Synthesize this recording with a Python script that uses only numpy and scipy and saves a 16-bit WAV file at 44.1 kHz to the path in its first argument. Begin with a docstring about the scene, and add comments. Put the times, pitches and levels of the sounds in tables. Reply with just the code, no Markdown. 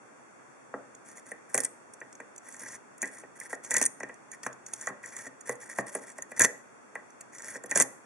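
"""Bursts of metallic ticks and bright scraping, with short dull knocks, over a faint room hush.
A steel pick rakes the pins of a brass lock cylinder in a small vice, close to a stereo microphone.
Clicks and chatter ring the pins; sparse grains make the scrape; hard blows ring cylinder and vice.
Shaped noise makes the hush and the room tail. The recorder notches the low treble, widens the
stereo and rolls off bass and top."""
import sys
import numpy as np
from scipy import signal
from scipy.fft import rfft, irfft, next_fast_len
from scipy.io import wavfile

SR = 44100
rng = np.random.default_rng(int(sys.argv[2]) if len(sys.argv) > 2 else 0)


def store_wav(level_fs):
    """Save 16-bit WAV to argv[1]."""
    pcm = np.round(np.clip(np.atleast_2d(level_fs), -1, 1) * 32767)
    wavfile.write(sys.argv[1], SR, pcm.T.astype(np.int16))


N = 355005

# brass cylinder modes: f/Hz, level/dB, t60/s
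CYLINDER_MODES = [(1644, 0, 0.024), (1794, -2, 0.036), (1845.7, 0, 0.066), (1966, 1, 0.038),
                  (2356, -3, 0.011)]
# vice modes: f/Hz, level/dB, t60/s
VICE_MODES = [(128.5, -11, 0.3), (200.5, -7.5, 0.11), (265.5, -4, 0.1), (306.7, -4, 0.05), (392, -3, 0.06),
              (484, 4, 0.032), (634.5, 4.5, 0.028), (825, 2.5, 0.026), (1092, 3, 0.021), (1318, 2, 0.015),
              (1680, 5, 0.0088)]
# pin modes: f/Hz, level/dB at the contact pitch, t60/s for a tick
PIN_MODES = [(5790, 0, 0.0019), (6080, -7, 0.013), (6557, -5, 0.0083), (6990, 0.5, 0.0038),
             (7730, 5, 0.0013), (8560, 2.5, 0.0023), (9130, -5, 0.0074), (9720, 2.5, 0.0027),
             (10320, 8.5, 0.0011), (13600, 12, 0.0016)]


def amp(db):
    """dB to gain."""
    return 10 ** (np.asarray(db) / 20)


def rms_one(x):
    """Scale to unit rms."""
    return x / np.sqrt(np.mean(x ** 2) + 1e-20)


def add(track, start_s, sound):
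    """Mix a short sound into a track at start_s."""
    i = max(round(start_s * SR), 0)
    track[..., i:i + sound.shape[-1]] += sound[..., :N - i]


def wander(keep):
    """Low-passed noise of unit rms; keep near 1 is slower."""
    return rms_one(signal.lfilter([1], [1, -min(keep, .9999)], rng.standard_normal(N)))


def grains(shape, per_s, spread_db):
    """Sparse clicks of random sign, a few of them much larger."""
    born = rng.random(shape) < per_s / SR
    size = amp(spread_db * np.minimum(rng.exponential(1, shape), 4))
    return born * size * rng.choice([-1, 1], shape)


def ring(force, hz, t60_s):
    """Two-pole resonator: a unit click starts a decaying sine of initial height 1."""
    radius = amp(-60 / (max(t60_s, 1e-3) * SR))
    w = 2 * np.pi * hz / SR
    # the tiny offset keeps the filter state from underflowing
    return signal.lfilter([0, np.sin(w)], [1, -2 * radius * np.cos(w), radius * radius], force + 1e-18)


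def body(force, modes):
    """All modes driven by one force, neighbours in opposite sign."""
    return sum((-1) ** k * amp(db) * ring(force, hz, t60_s)
               for k, (hz, db, t60_s) in enumerate(modes))


def crack(force):
    """The bare contact radiates as a change of force: bright, with no bass."""
    return np.diff(force, prepend=0)


def contact_hz(time_s):
    """Brightest pitch of the pins where the pick touches, interpolated over time."""
    # contact track: t/s, f/Hz
    contact = [(1.0, 7960), (1.6, 9040), (1.9, 6900), (2.4, 6800), (2.56, 8600), (2.7, 6960), (3.15, 8200),
               (3.45, 8800), (3.65, 7240), (3.8, 8000), (4.0, 6850), (4.7, 7050), (4.85, 7860), (5.1, 6840),
               (5.49, 8950), (5.72, 7800), (5.95, 8400), (6.2, 7500), (7.2, 7000), (7.8, 7500)]
    return np.interp(time_s, *np.transpose(contact))


def hush():
    """Room murmur and microphone hiss: steady shaped noise, unrelated at the two ports."""
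    # relative noise spectrum: f/Hz, level/dB per Hz
    spectrum = np.array([(30, -39), (100, -5), (135, 1), (165, -4.5), (230, 2), (600, -0.5), (1500, -2),
                         (3000, -16), (7500, -16), (10500, -23), (12500, -48)])
    level_db = -54      # rms, ahead of the recorder
    hz = np.maximum(np.arange(N // 2 + 1) * SR / N, 1)
    colour = amp(np.interp(np.log(hz), np.log(spectrum[:, 0]), spectrum[:, 1]))
    noise = irfft(rfft(rng.standard_normal((2, N))) * colour, N)
    return amp(level_db) * rms_one(noise)


def room(x, level_db):
    """Diffuse room tail: decaying noise, different on each side, delayed by 4 ms."""
    t60_s, length_s, delay_s = 0.4, 0.5, 0.004
    t = np.arange(round(length_s * SR)) / SR
    tail = rng.standard_normal((2, len(t))) * amp(-60 * t / t60_s) * (t > delay_s)
    tail /= np.sqrt(np.sum(tail ** 2, axis=1, keepdims=True))
    return amp(level_db) * signal.fftconvolve(x[None], tail, axes=1)[:, :N]


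def knocks():
    """A sharp blow, a rough push and a weaker shudder ring cylinder and vice, mode strengths varying."""
    # knocks: t/s, cylinder peak level/dB, vice peak level/dB, strongest vice f/Hz
    events = [(0.7389, -38, -24, 635), (1.3158, -31, -34.5, 520), (1.5445, -23.5, -23.5, 497),
              (1.5812, -26.5, -27.5, 514), (2.0139, -33, -38, 576), (2.2009, -35, -35, 513),
              (3.028, -24, -31.5, 593), (3.039, -28, -39, 500), (3.234, -45, -37.5, 479),
              (3.411, -33, -49, 463), (3.5287, -28.5, -25.5, 605), (3.7131, -22, -33.5, 526),
              (3.745, -20.5, -31.5, 1370), (3.7681, -23, -28.5, 556), (3.8123, -24.5, -27.5, 305),
              (4.004, -32.5, -32, 580), (4.0311, -29, -31, 420), (4.094, -33, -39, 630),
              (4.3351, -38, -66, 840), (4.4636, -26.5, -21, 1470), (4.872, -23, -23.5, 1370),
              (4.9011, -41, -36.5, 256), (5.037, -34, -49, 471), (5.265, -35, -40, 256),
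              (5.4928, -27, -23, 623), (5.7855, -20.5, -18.5, 530), (5.9505, -32, -24.5, 490),
              (6.1845, -36.5, -34.5, 630), (6.3175, -34.5, -35.5, 580), (6.4025, -18.5, -28, 290),
              (6.4437, -16.5, -22.5, 466), (6.954, -27.5, -32, 1060), (7.5545, -32, -36.5, 386),
              (7.639, -39.5, -33.5, 470), (7.7143, -22, -30.5, 573), (7.7576, -23.5, -23, 513),
              (7.8032, -21.5, -20, 485)]
    push_tau_s, shudder_tau_s, cylinder_tau_s = 0.0045, 0.047, 0.034
    vice_slope_db_per_octave, mode_spread_db = 5.14, 1.67
    out = np.zeros(N)
    t = np.arange(8800) / SR
    envelope = np.exp(-t / push_tau_s) + 0.35 * np.exp(-t / shudder_tau_s)
    forces = rng.standard_normal((len(events), len(t))) * envelope
    forces[:, 20] += amp(25)      # the sharp blow
    n_cylinder = len(CYLINDER_MODES)
    shake_db = rng.normal(0, mode_spread_db, (len(events), n_cylinder + len(VICE_MODES)))
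    for (start_s, cylinder_db, vice_db, peak_hz), force, luck_db in zip(events, forces, shake_db):
        cylinder = [(f, db + u, t60_s)
                    for (f, db, t60_s), u in zip(CYLINDER_MODES, luck_db[:n_cylinder])]
        vice = [(f, db - vice_slope_db_per_octave * abs(np.log2(f / peak_hz)) + u, t60_s)
                for (f, db, t60_s), u in zip(VICE_MODES, luck_db[n_cylinder:])]
        ping = body(force * np.exp(-t / cylinder_tau_s), cylinder)
        thud = body(force, vice)
        ping *= amp(cylinder_db) / np.abs(ping).max()
        thud *= amp(vice_db) / np.abs(thud).max()
        add(out, start_s, ping + thud)
    return out


def stroke_pressure():
    """Each stroke swells, presses hardest in its middle, and fades as the tip lifts."""
    # pick strokes in the keyway: t/s, length/s, mid-stroke level/dB
    strokes = [(1.048, 0.089, -54.5), (1.152, 0.043, -51), (1.253, 0.064, -54.5), (1.487, 0.06, -56.5),
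               (1.532, 0.13, -44), (2.426, 0.18, -53.5), (2.591, 0.17, -43), (3.003, 0.088, -49),
               (3.11, 0.11, -50.5), (3.353, 0.022, -53.5), (3.387, 0.08, -49), (3.492, 0.054, -45.5),
               (3.63, 0.063, -48.5), (3.696, 0.16, -35.5), (4.326, 0.024, -46.5), (4.432, 0.043, -44.5),
               (4.665, 0.051, -54), (4.723, 0.066, -48.5), (4.791, 0.099, -43.5), (5.026, 0.092, -49.5),
               (5.114, 0.16, -45.5), (5.454, 0.073, -43), (5.598, 0.048, -46), (5.654, 0.022, -52),
               (5.687, 0.046, -44.5), (5.747, 0.06, -44.5), (5.861, 0.039, -46), (5.916, 0.075, -48),
               (6.006, 0.04, -49.5), (6.06, 0.064, -49.5), (6.155, 0.053, -56), (6.293, 0.031, -54),
               (6.361, 0.06, -42), (6.398, 0.055, -25.5), (7.319, 0.1, -50.5), (7.428, 0.14, -42.5),
               (7.693, 0.045, -42.5), (7.747, 0.08, -27.5)]
    swell_share, lift_tau_s, arch_db = 0.067, 0.0079, 2      # swell time constant / stroke length
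    pressure = np.zeros(N)
    for start_s, length_s, db in strokes:
        t = np.arange(round((length_s + 6 * lift_tau_s) * SR)) / SR
        arch = np.sin(np.pi * np.minimum(t / length_s, 1))
        swell = 1 - np.exp(-t / (swell_share * length_s))
        lift = np.exp(-np.maximum(t - length_s, 0) / lift_tau_s)
        add(pressure, start_s, amp(db - arch_db * (1 - arch)) * swell * lift)
    return pressure


def slide():
    """Grains under the pick tip excite the pins near the contact, the cylinder and, weakly, the vice."""
    pin_slope_db_per_octave, pin_t60_factor = 13.0, 2.4
    bright_hz = contact_hz(np.arange(N) / SR)
    force = amp(3.97 * wander(0.956)) * grains(N, 7000, 4.46)      # the tip catches and slips
    slow = 1 - 2 * np.pi * 12 / SR      # 12 Hz: modes fade in and out as the contact point moves
    scrape = np.zeros(N)
    for hz, db, t60_s in PIN_MODES:
        off_contact_db = pin_slope_db_per_octave * abs(np.log2(hz / bright_hz))
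        drive = force * amp(db + 3.5 * wander(slow) - off_contact_db)
        scrape += ring(drive, hz, pin_t60_factor * t60_s)
    cylinder = amp(-5.5 + 3.8 * wander(slow)) * rms_one(body(force, CYLINDER_MODES))
    vice = amp(-14.5) * rms_one(body(force, VICE_MODES))
    return stroke_pressure() * (rms_one(scrape + 0.7 * crack(force)) + cylinder + vice)


def ticks():
    """A sharp click amid a brief chatter of grains rings the pin modes near the contact."""
    # pin and pick contacts: t/s of full contact, peak level/dB of the two-side mean
    contacts = [(0.9498, -37.5), (1.1716, -31), (1.317, -29.5), (1.5447, -10), (1.5512, -15), (1.565, -28),
                (1.5777, -7), (1.585, -17), (1.5933, -23), (1.6034, -14), (1.607, -12), (1.6363, -15.5),
                (1.6487, -13), (1.9376, -33.5), (2.004, -40), (2.128, -36.5), (2.1526, -38), (2.203, -43),
                (2.3618, -35.5), (2.38, -33), (2.487, -34.5), (2.524, -35), (2.566, -35.5), (2.595, -29),
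                (2.9813, -37.5), (3.019, -15), (3.0265, -16), (3.076, -30.5), (3.401, -24), (3.53, -25.5),
                (3.5506, -34), (3.6476, -27), (3.7077, -11.5), (3.713, -12.5), (3.741, -11.5),
                (3.7668, -4.5), (3.7815, -14), (3.8147, -5), (3.8214, -12.5), (3.8263, -7), (3.8376, -15),
                (3.8537, -12), (3.8616, -8), (4.0025, -34.5), (4.0328, -30), (4.089, -42.5),
                (4.1423, -42.5), (4.3164, -28.5), (4.4333, -23), (4.4651, -26.5), (4.529, -35.5),
                (4.664, -30.5), (4.7358, -19.5), (4.8127, -27.5), (4.8709, -23.5), (5.0594, -29),
                (5.166, -26.5), (5.4096, -34), (5.4938, -18.5), (5.555, -39), (5.641, -51), (5.7859, -23.5),
                (5.81, -38), (5.951, -15.5), (6.1835, -26), (6.2226, -22.5), (6.3168, -31), (6.3953, -5.5),
                (6.4076, -7.5), (6.4188, -3), (6.4366, -12), (6.4426, -6.5), (6.4471, -5), (6.954, -34),
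                (7.104, -45.5), (7.2096, -26.5), (7.384, -30), (7.421, -31), (7.551, -33), (7.638, -31.5),
                (7.66, -31), (7.7122, -11.5), (7.758, -9.5), (7.7739, -4.5), (7.782, -16), (7.8006, -2.5),
                (7.8067, -8), (7.8126, -5), (7.8217, -4)]
    chatter_t60_s, chatter_gaps = 0.023, 1.7      # t60 at most 1.7 gaps to the next contact
    pin_slope_db_per_octave, before = 16.0, 260      # samples ahead of full contact
    out = np.zeros((2, N))
    t = np.arange(-before, 1700) / SR
    chatter = grains((len(contacts), len(t)), 6500, 3.4)
    chatter[:, before] = amp(9.5)      # the moment of full contact
    shake_db = rng.normal(0, 5.1, (len(contacts), len(PIN_MODES)))
    pans_db = rng.normal(-1.5, 4.0, (len(contacts), len(PIN_MODES)))      # each mode beams its own way
    gaps_s = np.diff(np.array(contacts)[:, 0], append=N / SR)
    t60s = np.minimum(chatter_t60_s, chatter_gaps * gaps_s)
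    for (peak_s, db), t60_s, grain, luck_db, pan_db in zip(contacts, t60s, chatter, shake_db, pans_db):
        force = grain * amp(-60 * np.where(t > 0, t, -2.4 * t) / t60_s)      # swells faster than it dies
        shared = 0.15 * crack(force) + amp(-29.5) * body(force, CYLINDER_MODES)
        bright_hz = contact_hz(peak_s)
        sides = []
        for sign in (1, -1):
            pins = [(f, level - pin_slope_db_per_octave * abs(np.log2(f / bright_hz)) + u + sign * p / 2, d)
                    for (f, level, d), u, p in zip(PIN_MODES, luck_db, pan_db)]
            sides.append(shared + body(force, pins))
        sound = np.array(sides)
        add(out, peak_s + t[0], amp(db) * sound / np.abs(sound.mean(axis=0)).max())
    return out


def scene():
    """The lock sits to one side, so the left port hears it later; knocks fill the room more."""
    left_lag_s, room_db, knock_room_db = 2.6e-5, -20.5, -11
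    bright = ticks() + slide()
    dull = knocks()
    size = next_fast_len(N + 64)
    hz = np.arange(size // 2 + 1) * SR / size
    lag = np.exp(-2j * np.pi * hz * np.array([[left_lag_s], [0]]))
    direct = irfft(rfft(bright + dull, size) * lag, size)[:, :N]
    return direct + room(bright.mean(axis=0), room_db) + room(dull, knock_room_db) + hush()


def record(dry):
    """Recorder: raised side signal, low-treble notches, bass and top roll-off, soft clip, top cut."""
    # recorder cuts: f/Hz, width/Hz of one pass
    notches = [(3020, 320), (4000, 887), (5020, 555)]
    widen_db, low_cut_hz, roll_off_hz, cutoff_hz = 0.5, 136, 11000, 16000
    mid = (dry[0] + dry[1]) / 2
    side = amp(widen_db) * (dry[0] - dry[1]) / 2
    x = np.array([mid + side, mid - side])
    for hz, width_hz in notches * 2:      # two passes, for a broad deep floor
        x = signal.lfilter(*signal.iirnotch(hz, hz / width_hz, fs=SR), x)
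    x = signal.sosfilt(signal.butter(2, low_cut_hz, "high", fs=SR, output="sos"), x)
    x = signal.sosfilt(signal.butter(10, roll_off_hz, fs=SR, output="sos"), x)
    x = np.tanh(x)      # the loudest clicks are rounded
    return signal.sosfilt(signal.cheby2(12, 70, cutoff_hz, fs=SR, output="sos"), x)


dry = scene()
out = record(dry)
store_wav(out)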